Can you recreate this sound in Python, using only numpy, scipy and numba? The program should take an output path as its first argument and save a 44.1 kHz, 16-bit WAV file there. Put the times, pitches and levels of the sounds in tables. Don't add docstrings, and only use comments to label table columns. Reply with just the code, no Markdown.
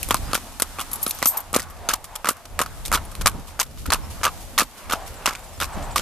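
import sys
import numpy as np
from scipy import signal
from scipy.io import wavfile
from scipy.ndimage import uniform_filter1d, map_coordinates
from numba import njit

SR = 44100
rng = np.random.default_rng(int(sys.argv[2]) if len(sys.argv) > 2 else 0)


def unload_audio(sound):
    columns = np.transpose(np.atleast_2d(sound))
    steps = np.round(np.clip(columns, -1, 1) * 32767)
    wavfile.write(sys.argv[1], SR, steps.astype(np.int16))


N = 265129
SIDES = np.array([[1], [-1]])


def undb(db):
    return 10 ** (np.asarray(db) / 20)


def unit(x):
    return x / np.sqrt(np.mean(x ** 2))


@njit
def svf(x, hz, width):
    y, b, l = np.empty(len(x)), 0., 0.
    for i in range(len(x)):
        g, k = np.tan(np.pi * hz[i] / SR), width / hz[i]
        v = (b + g * (x[i] + 1e-18 - l)) / (1 + g * (g + k))
        b, l, y[i] = 2 * v - b, l + 2 * g * v, k * v
    return y


def narrow_noise(hz, width_hz):
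    return svf(rng.standard_normal(N), np.full(N, hz), width_hz)


def band(x, lo_hz, hi_hz):
    return signal.sosfilt(signal.butter(2, [lo_hz, hi_hz], "band", fs=SR, output="sos"), x)


def curve(table):
    s, value = np.transpose(table)
    return np.interp(np.arange(N) / SR, s, value)


def walk(rate_hz):
    k = int(SR / rate_hz)
    held = np.repeat(rng.standard_normal(N // k + 1), k)
    return uniform_filter1d(uniform_filter1d(held, k), k)[:N]


def bursts(s, db, fade_ms, rise_ms=0.13):
    env = np.zeros(N)
    np.add.at(env, np.clip((s * SR).astype(int), 0, N - 1), undb(db))
    env = signal.lfilter([1], [1, -np.exp(-1e3 / (fade_ms * SR))], env)
    keep = np.exp(-1e3 / (rise_ms * SR))
    return signal.lfilter([1 - keep], [1, -keep], env)


def grains(spread_db):
    return unit(rng.standard_normal(N) * undb(spread_db * rng.exponential(size=N)))


def ring(x, modes, detune=0.95):
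    out = 0
    for k, (hz, width_hz, db) in enumerate(modes):
        gain = (-1) ** k * undb(db) * SR / (2 * np.pi * width_hz)
        out = out + gain * svf(x, hz * detune * np.ones(len(x)), 1. * width_hz)
    return out


def ports(mid, side, pan_db=0.):
    # t/s, lag/samples
    bearing = [(0, .5), (1.8, 1.1), (2.8, .5), (4, .3), (5, .1), (6, 0.)]
    late = map_coordinates(mid - side, [np.arange(N) - curve(bearing)], order=3, mode="nearest")
    return np.array([(mid + side) * undb(pan_db / 2), late * undb(-pan_db / 2)])


def roar():
    # t/s, level/dB
    roar_level = [(0., -39), (.6, -43), (1.12, -39), (1.49, -44), (2.39, -46), (3.55, -45), (3.8, -52),
                  (4.05, -42.5), (4.65, -44), (5.04, -38.5), (5.5, -43), (6.01, -35.5)]
    # f/Hz, level per Hz/dB
    colour = [(76, -30), (130, -27), (225, 4.5), (421, -15), (599, 5.5), (939, 6), (1940, -12.5),
              (4680, -19), (11700, -16), (14000, -20)]
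    known_hz, known_db = np.transpose(colour)
    out = 0
    for hz in 140 * 2 ** np.arange(0, 4.6, 1 / 3):
        mid, side = (narrow_noise(hz, hz / 4) for _ in range(2))
        db = np.interp(np.log(hz), np.log(known_hz), known_db) + 6.6 * walk(12)
        apart = np.clip(0.062 + (hz / 3500.0) ** 1.4 + 14.0 / hz, 0, 1)
        out = out + undb(db) * (mid + apart * side * SIDES)
    return unit(out) * undb(curve(roar_level))


def wind():
    # t/s, relative level/dB
    gusts = [(0.0, -39), (0.08, -35.5), (0.27, -36), (0.44, -45), (1.12, -43), (1.39, -52.5), (1.57, -41),
             (2.44, -53.5), (2.53, -41), (2.86, -39.5), (2.91, -32.5), (3.15, -42), (3.21, -31),
             (3.6, -47.5), (3.87, -34.5), (4.6, -43.5), (4.8, -56), (4.9, -40), (5.39, -47.5), (5.62, -37),
             (5.72, -43.5), (5.77, -32.5), (5.89, -38), (6.01, -37)]
    gust_db = curve(gusts)
    mean_db = np.mean(gust_db)
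    out = 0
    # f/Hz, width/Hz, relative level/dB, dB per dB of gust
    for hz, width_hz, db, steep in ((32.2, 8.9, -2.0, 1.0), (57.7, 18.0, -5.0, 1.23),
                                    (82.8, 12.7, -6.5, 0.87), (143.0, 58.0, -15.5, 1.32)):
        strength = undb(db + mean_db + steep * (gust_db - mean_db))
        mid, side = (unit(narrow_noise(hz, width_hz)) * strength * undb(2.67 * walk(15))
                     for _ in range(2))
        out = out + mid + .7 * side * SIDES
    return out


def scuff():
    # t/s, relative level/dB
    drag = [(0.0, -41), (0.62, -47.5), (1.19, -42), (1.54, -54.5), (2.58, -54), (2.78, -49), (3.67, -54),
            (4.27, -46.5), (4.67, -51), (6.01, -49.5)]
    # t/s, drive level before smoothing/dB
    steps = [(2.745, -63), (3.488, -37), (3.801, -36), (4.12, -33.5), (4.42, -40), (4.79, -38), (5.08, -34),
             (5.45, -47)]
    s, db = np.transpose(steps)
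    brush = undb(curve(drag) + 0.5 * walk(19)) + bursts(s - .02, db, fade_ms=8.3, rise_ms=18.0)
    mid, side = (unit(band(grains(2.36), 2100, 13600)) * brush for _ in range(2))
    return mid + 0.86 * side * SIDES


def contacts():
    # t/s, relative thud level/dB, relative hoof ring level/dB, relative grit level/dB, largest stone f/kHz
    strikes = [(.03,-50,-49,-18,2.64), (.0875,-27,-32,-26,9.6), (.0993,-43,-31,-31,3.4),
               (.1081,-10.5,-7.5,-9,3.26), (.1175,-42,-24.5,-50,2.3), (.1441,-16,-7.5,-10,8.4),
               (.1672,-39,-34,-25.5,4.4), (.3113,-28,-26,-39,2.2), (.3326,-22,-13,-15,4.33),
               (.3452,-21.5,-22,-17,3.2), (.3521,-18,-15.5,-14,1.53), (.3763,-26,-30,-33,2.4),
               (.5989,-28.5,-17.5,-19,4.3), (.621,-18,-16,-8,8.2), (.6412,-34,-38,-55,3.4),
               (.7863,-35,-20,-29.5,2.4), (.794,-28,-20,-24,3.4), (.8033,-35,-31,-24,2.9),
               (.8116,-28.5,-22.5,-24,3.3), (1.0648,-21.5,-20.5,-18,4.), (1.0867,-31,-35,-33,4.3),
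               (1.1876,-45,-41,-28.5,6.2), (1.2198,-28,-31,-27,2.3), (1.2268,-15,-12.5,-9,2),
               (1.2575,-17,-13,-7.5,6), (1.53,-29,-29,-26,7.8), (1.5399,-26,-12.5,-24,2.1),
               (1.5459,-27,-35,-16.5,3.3), (1.5545,-23,-13.5,-19,7.4), (1.5624,-9.5,-15.5,-14.5,7.1),
               (1.576,-40,-30,-49,1.9), (1.588,-30,-35,-30,7.3), (1.596,-41,-36,-20.5,1.9),
               (1.6017,-29,-30,-21,6), (1.6198,-35,-35,-29,5), (1.8887,-19,-14.5,-8,6.4),
               (1.899,-34,-20.5,-41,1.9), (1.9067,-29,-19,-35,2.1), (1.9162,-44,-38,-31,1.9),
               (1.9334,-30,-28,-21,3), (1.9369,-23,-16,-13,7.4), (2.042,-48,-37,-30.5,7.),
               (2.1548,-51,-27,-23.5,7.4), (2.2454,-27,-13,-21,1.6), (2.2559,-22,-18,-25,3.6),
               (2.2709,-33,-12.5,-19.5,2.), (2.2779,-23,-45,-38,2.1), (2.2879,-15.5,-10.5,-10,7.8),
               (2.308,-25,-28,-30,7.7), (2.5912,-33,-10,-11.5,1.7), (2.5968,-27,-15,-25,3.6),
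               (2.6034,-22,-19,-21,1.9), (2.615,-24.5,-10.5,-14.5,7.3), (2.6347,-42,-26,-36,6.8),
               (2.6614,-40,-24.5,-28.5,4.6), (2.8521,-51,-50,-24,3.76), (2.8586,-44,-50,-21,8.5),
               (2.873,-55,-44,-30,9.3), (2.8803,-36,-40,-33,7.1), (2.917,-26,-11.5,-15,2.1),
               (2.9265,-28.5,-13,-13.5,7.5), (2.9371,-50,-8,-18,4.3), (2.9419,-29,-24,-22,3.9),
               (2.9478,-21,-16,-32,3.1), (2.9545,-17,-14,-11,3.27), (2.9729,-41,-24,-45,2.7),
               (3.152,-37,-40,-30.5,4.1), (3.2117,-34,-26,-23.5,3.1), (3.2593,-21,-6.5,-7.5,1.78),
               (3.2699,-30,-8.5,-11.5,1.9), (3.277,-33,-15,-10.5,7.5), (3.2865,-31,-29,-40,1.8),
               (3.296,-45,-36,-41,8.1), (3.5924,-31,-15,-21.5,1.5), (3.5989,-53,-13,-8.5,6.64),
               (3.606,-40,-15.5,-24,6.1), (3.6144,-33,-23.5,-19.5,2.05), (3.6294,-38,-38,-29,7.6),
               (3.857,-44,-32,-33.5,3), (3.864,-54,-41,-38,5.), (3.9036,-43,-12,-12,4.4),
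               (3.921,-36,-11,-12,1.76), (3.9274,-36,-8.5,-13.5,3.4), (3.9353,-23,-15,-12,9),
               (3.9436,-26,-21,-23,2.7), (3.9556,-43,-24,-34,6.9), (4.2135,-33,-28,-36,2.9),
               (4.233,-41,-13,-14.5,1.5), (4.2427,-30,-12.5,-18.5,2.2), (4.2518,-18.5,-11.5,-11.5,2.84),
               (4.2578,-21,-14.5,-19,2.6), (4.2656,-29,-7.5,-20,6.3), (4.278,-36,-15.5,-30,3.1),
               (4.5787,-47,-11,-13,3.5), (4.5874,-34,-10.5,-8.5,1.95), (4.596,-23.5,-15,-12,4.2),
               (4.6057,-22,-12,-11,1.7), (4.613,-44,-14.5,-22,4.5), (4.6197,-21.5,-26,-38,2.1),
               (4.6303,-32,-38,-31,4.5), (4.897,-32,-20.5,-28.5,1.6), (4.9094,-30,-17,-26,1.7),
               (4.9223,-25.5,-13,-16,3.2), (4.928,-31,-21,-22,5.8), (4.9346,-22,-12,-21.5,3.7),
               (4.9558,-37,-34,-34,3.1), (5.2585,-26,-10,-9.5,2.73), (5.2747,-34,-11,-18,4.8),
               (5.2783,-21.5,-23,-23,1.9), (5.2884,-35,-22,-20,2), (5.292,-33,-28,-37,1.9),
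               (5.3082,-37,-22.5,-25.5,2.3), (5.3208,-49,-34,-39,1.9), (5.3283,-35,-33,-32,2.2),
               (5.3512,-39,-33,-23,2.4), (5.6015,-43,-18.5,-19,3.4), (5.6101,-32,-24,-24,3.4),
               (5.6151,-25,-17.5,-37,5), (5.6226,-26,-18,-21.5,3.7), (5.6301,-46,-18.5,-19.5,2.5),
               (5.6422,-42,-30,-28,2.3), (5.9594,-25,-10.5,-15,3), (5.9709,-27,-22,-19.5,5.4),
               (5.9803,-28,-40,-17,2), (5.9905,-26,-28,-29,5.2), (5.9957,-24,-20,-22,3.1)]
    loose_per_s, low_khz, high_khz = 12, 2.07, 7.8
    loose_db, loose_spread_db = [-46, -46, -44.5], 2.5
    loose_s, pitch = rng.random((int(loose_per_s * N / SR), 2)).T
    scatter_db = loose_spread_db * rng.standard_normal((len(loose_s), 3)) + loose_db
    loose_khz = low_khz * (high_khz / low_khz) ** pitch
    rows = np.vstack([strikes, np.column_stack([loose_s * N / SR, scatter_db, loose_khz])])
    s, thud_db, ring_db, grit_db, stone_khz = rows[np.argsort(rows[:, 0])].T

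    fine_chance, trail_chance = rng.standard_normal((len(s), 2)).T
    octaves = np.log2(stone_khz / 4)
    passes_s, fade_db_per_s = 1.95, -1.5
    gone_s = np.maximum(s - passes_s, 0)
    fine_db = grit_db - 4.5 + 3 * octaves + fade_db_per_s * gone_s + 2.5 * fine_chance
    trail_db = -8 - 0.19 * (grit_db - np.mean(grit_db)) - 1.5 * octaves + 2.5 * trail_chance
    return s, thud_db, ring_db, grit_db, stone_khz * 1e3, fine_db, trail_db


def stones(s, db, hz, fade_ms):
    t = np.arange(400) / SR
    phase = rng.random((len(s), 1))
    env = np.exp(-t * 1e3 / fade_ms) * (1 - np.exp(-t / 0.000081))
    ping = env * np.sin(2 * np.pi * (hz[:, None] * t + phase))
    out = np.zeros(N + len(t))
    np.add.at(out, (s * SR).astype(int)[:, None] + np.arange(len(t)), undb(db)[:, None] * ping)
    return out[:N]


def hooves():
    # f before the 0.95 detune/Hz, width/Hz, relative level/dB
    leg_modes = [(258, 116, -2.5), (566, 156, 2.5)]
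    # f before the per-contact shift/Hz, width/Hz, relative level/dB
    hoof_modes = [(1027, 257, 1.5), (1079, 73, -2), (1252, 164, 3.5), (1704, 132, -5.5), (2340, 990, 5.5),
                  (3420, 1100, -23)]
    s, thud_db, ring_db, grit_db, stone_hz, fine_db, trail_db = contacts()

    push = bursts(s, thud_db, fade_ms=0.83) * (1 + 2.8 * grains(0.79))
    thud = undb(-26.0) * ring(push, leg_modes)

    shift = 1 + .07 * rng.standard_normal(len(s) + 1)
    hollow = shift[np.searchsorted(s, np.arange(N) / SR)]
    blow = bursts(s, ring_db, fade_ms=0.19, rise_ms=0.04)
    blow_trail = 0.68 * bursts(s, ring_db + trail_db, fade_ms=7.9) * grains(0.38)
    clop = undb(-16.5) * ring(blow + blow_trail, hoof_modes, hollow)

    snap_ms = .45
    slip = undb(6 * walk(350))
    grit = 0.89 * bursts(s, grit_db, snap_ms, snap_ms / 2)
    grit += slip * bursts(s, grit_db + trail_db, fade_ms=6.83, rise_ms=1.54)
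    fine = 2.04 * bursts(s, fine_db, snap_ms, snap_ms / 2)
    fine += slip * bursts(s, fine_db + trail_db, fade_ms=8.8, rise_ms=0.75)
    coarse_mid, coarse_side = (band(grit * grains(2.63), 1800, 8000) for _ in range(2))
    sand_mid, sand_side = (band(fine * grains(2.63), 8000, 14500) for _ in range(2))
    ping = undb(2.0) * stones(s, grit_db, stone_hz, fade_ms=1.46)

    wide = .65
    body = thud + clop + ping + undb(4) * coarse_mid
    low = ports(body, wide * undb(4.5) * band(coarse_side, 3900, 13000), pan_db=-.8)
    return low + ports(undb(6.5) * sand_mid, wide * undb(-3.0) * sand_side, pan_db=1.9)


def puffs():
    # t/s, drive level before smoothing/dB
    lumps = [(0.198, -35), (0.291, -32), (3.356, -31), (3.39, -35.5), (3.891, -25), (5.774, -31.5),
             (5.82, -35)]
    s, db = np.transpose(lumps)
    env = bursts(s - .012, db, fade_ms=8.2, rise_ms=9.2)
    mid, side = (unit(band(rng.standard_normal(N), 45, 248)) * env for _ in range(2))
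    return 2.16 * (mid + 0.54 * side * SIDES)


def birds():
    # t/s, length/s, start f/Hz, end f/Hz, peak level at the left port/dB
    notes = [(0.23, 0.088, 5000, 4970, -46), (5.02, .02, 7300, 7250, -44), (5.046, .02, 8100, 8000, -43),
             (5.395, .02, 7100, 7050, -46), (5.482, .02, 7050, 7000, -45), (5.572, .015, 7050, 7000, -44),
             (5.73, .04, 6200, 6150, -48), (4.02, .05, 5300, 5300, -47), (5.146, .05, 8200, 6950, -45),
             (5.437, 0.017, 8100, 7950, -40), (5.53, .045, 5280, 5280, -50), (5.53, .02, 8100, 8000, -43),
             (5.713, 0.044, 8200, 7500, -40.5), (5.82, 0.046, 8000, 7560, -41),
             (5.902, .03, 8100, 7600, -39), (5.825, .03, 7060, 6960, -44), (5.912, .03, 7100, 7000, -42)]
    out = np.zeros(N)
    for s, length_s, from_hz, to_hz, db in notes:
        n, at = int(length_s * SR), int(s * SR)
        cycles = np.cumsum(np.linspace(from_hz, to_hz, n)) / SR
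        out[at:at + n] += undb(db) * np.hanning(n) ** .5 * np.sin(2 * np.pi * cycles)
    return np.array([out, 1.1 * np.roll(out, 2)])


def chain():
    # t of swell peak/s, relative chink level/dB, f before the 0.95 detune/Hz, rise to peak/ms
    links = [(.915, -20, 10160, 2.6), (0.9321, -14.5, 11700, 3.3), (.9373, -17, 11800, 4.9),
             (0.9583, -21, 11600, 3.4), (1.0172, -25, 9400, 3.9), (1.0314, -10.5, 12000, 4.7),
             (1.0639, -18, 11300, 2.3), (1.0786, -19, 10700, 4), (1.0948, -19, 12600, 4),
             (1.1, -22, 13000, 4), (1.1091, -12.5, 11500, 1.9), (1.1486, -30, 12700, 4.7),
             (1.266, -14, 12600, 16), (1.277, -7.5, 12630, 9.6), (1.2861, -22, 14100, 13),
             (1.2948, -23, 12600, 9.6), (1.328, -31, 12400, 15), (1.374, -13, 12300, 4.8),
             (1.3897, -32, 13800, 5.3), (1.404, -25, 12400, 3.9), (1.702, -36.5, 12200, 6),
             (3.052, -32.5, 9750, 3.5)]
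    # multiple of the link f, width at a 10 ms rise/Hz, relative level/dB
    link_modes = [(.74, 400, -18), (1., 150, 0), (1.035, 200, -3), (1.1, 170, -4)]
    knock_db, knock_db_per_doubling = -11, -8.5
    mid, t = np.zeros(N), np.arange(SR // 10) / SR
    for s, chink_db, hz, ms in links:
        rise_s = ms * 1e-3
        swell = t / rise_s * np.exp(1 - t / rise_s)
        rattle = swell * rng.standard_normal(len(t)) * undb(2.56 * rng.exponential(size=len(t)))
        modes = [(min(k * hz, 16000), w * 10 / ms, db) for k, w, db in link_modes]
        chink = undb(-23) * (10 / ms) ** .5 * ring(rattle, modes)
        hiss = undb(-11.0) * band(rattle, 7600, 17700)
        knock = np.exp(-t / 0.0034) * band(rng.standard_normal(len(t)), 2860, 12000)
        start, peak = int((s - rise_s) * SR), int(s * SR)
        mid[start:start + len(t)] += undb(chink_db) * (chink + hiss)
        knock_gain = undb(chink_db + knock_db + knock_db_per_doubling * np.log2(ms / 4))
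        mid[peak:peak + len(t)] += knock_gain * knock
    return ports(mid, 0.049 * np.roll(mid, 3), pan_db=1.5)


def scene():
    return roar() + wind() + scuff() + hooves() + puffs() + birds() + chain()


def record(dry):
    top_hz = 14100
    low_pass = signal.ellip(9, .3, 75, top_hz, fs=SR, output="sos")
    return np.clip(signal.sosfilt(low_pass, np.clip(dry, -1, 1)), -1, 1)


dry = scene()
out = record(dry)
unload_audio(out)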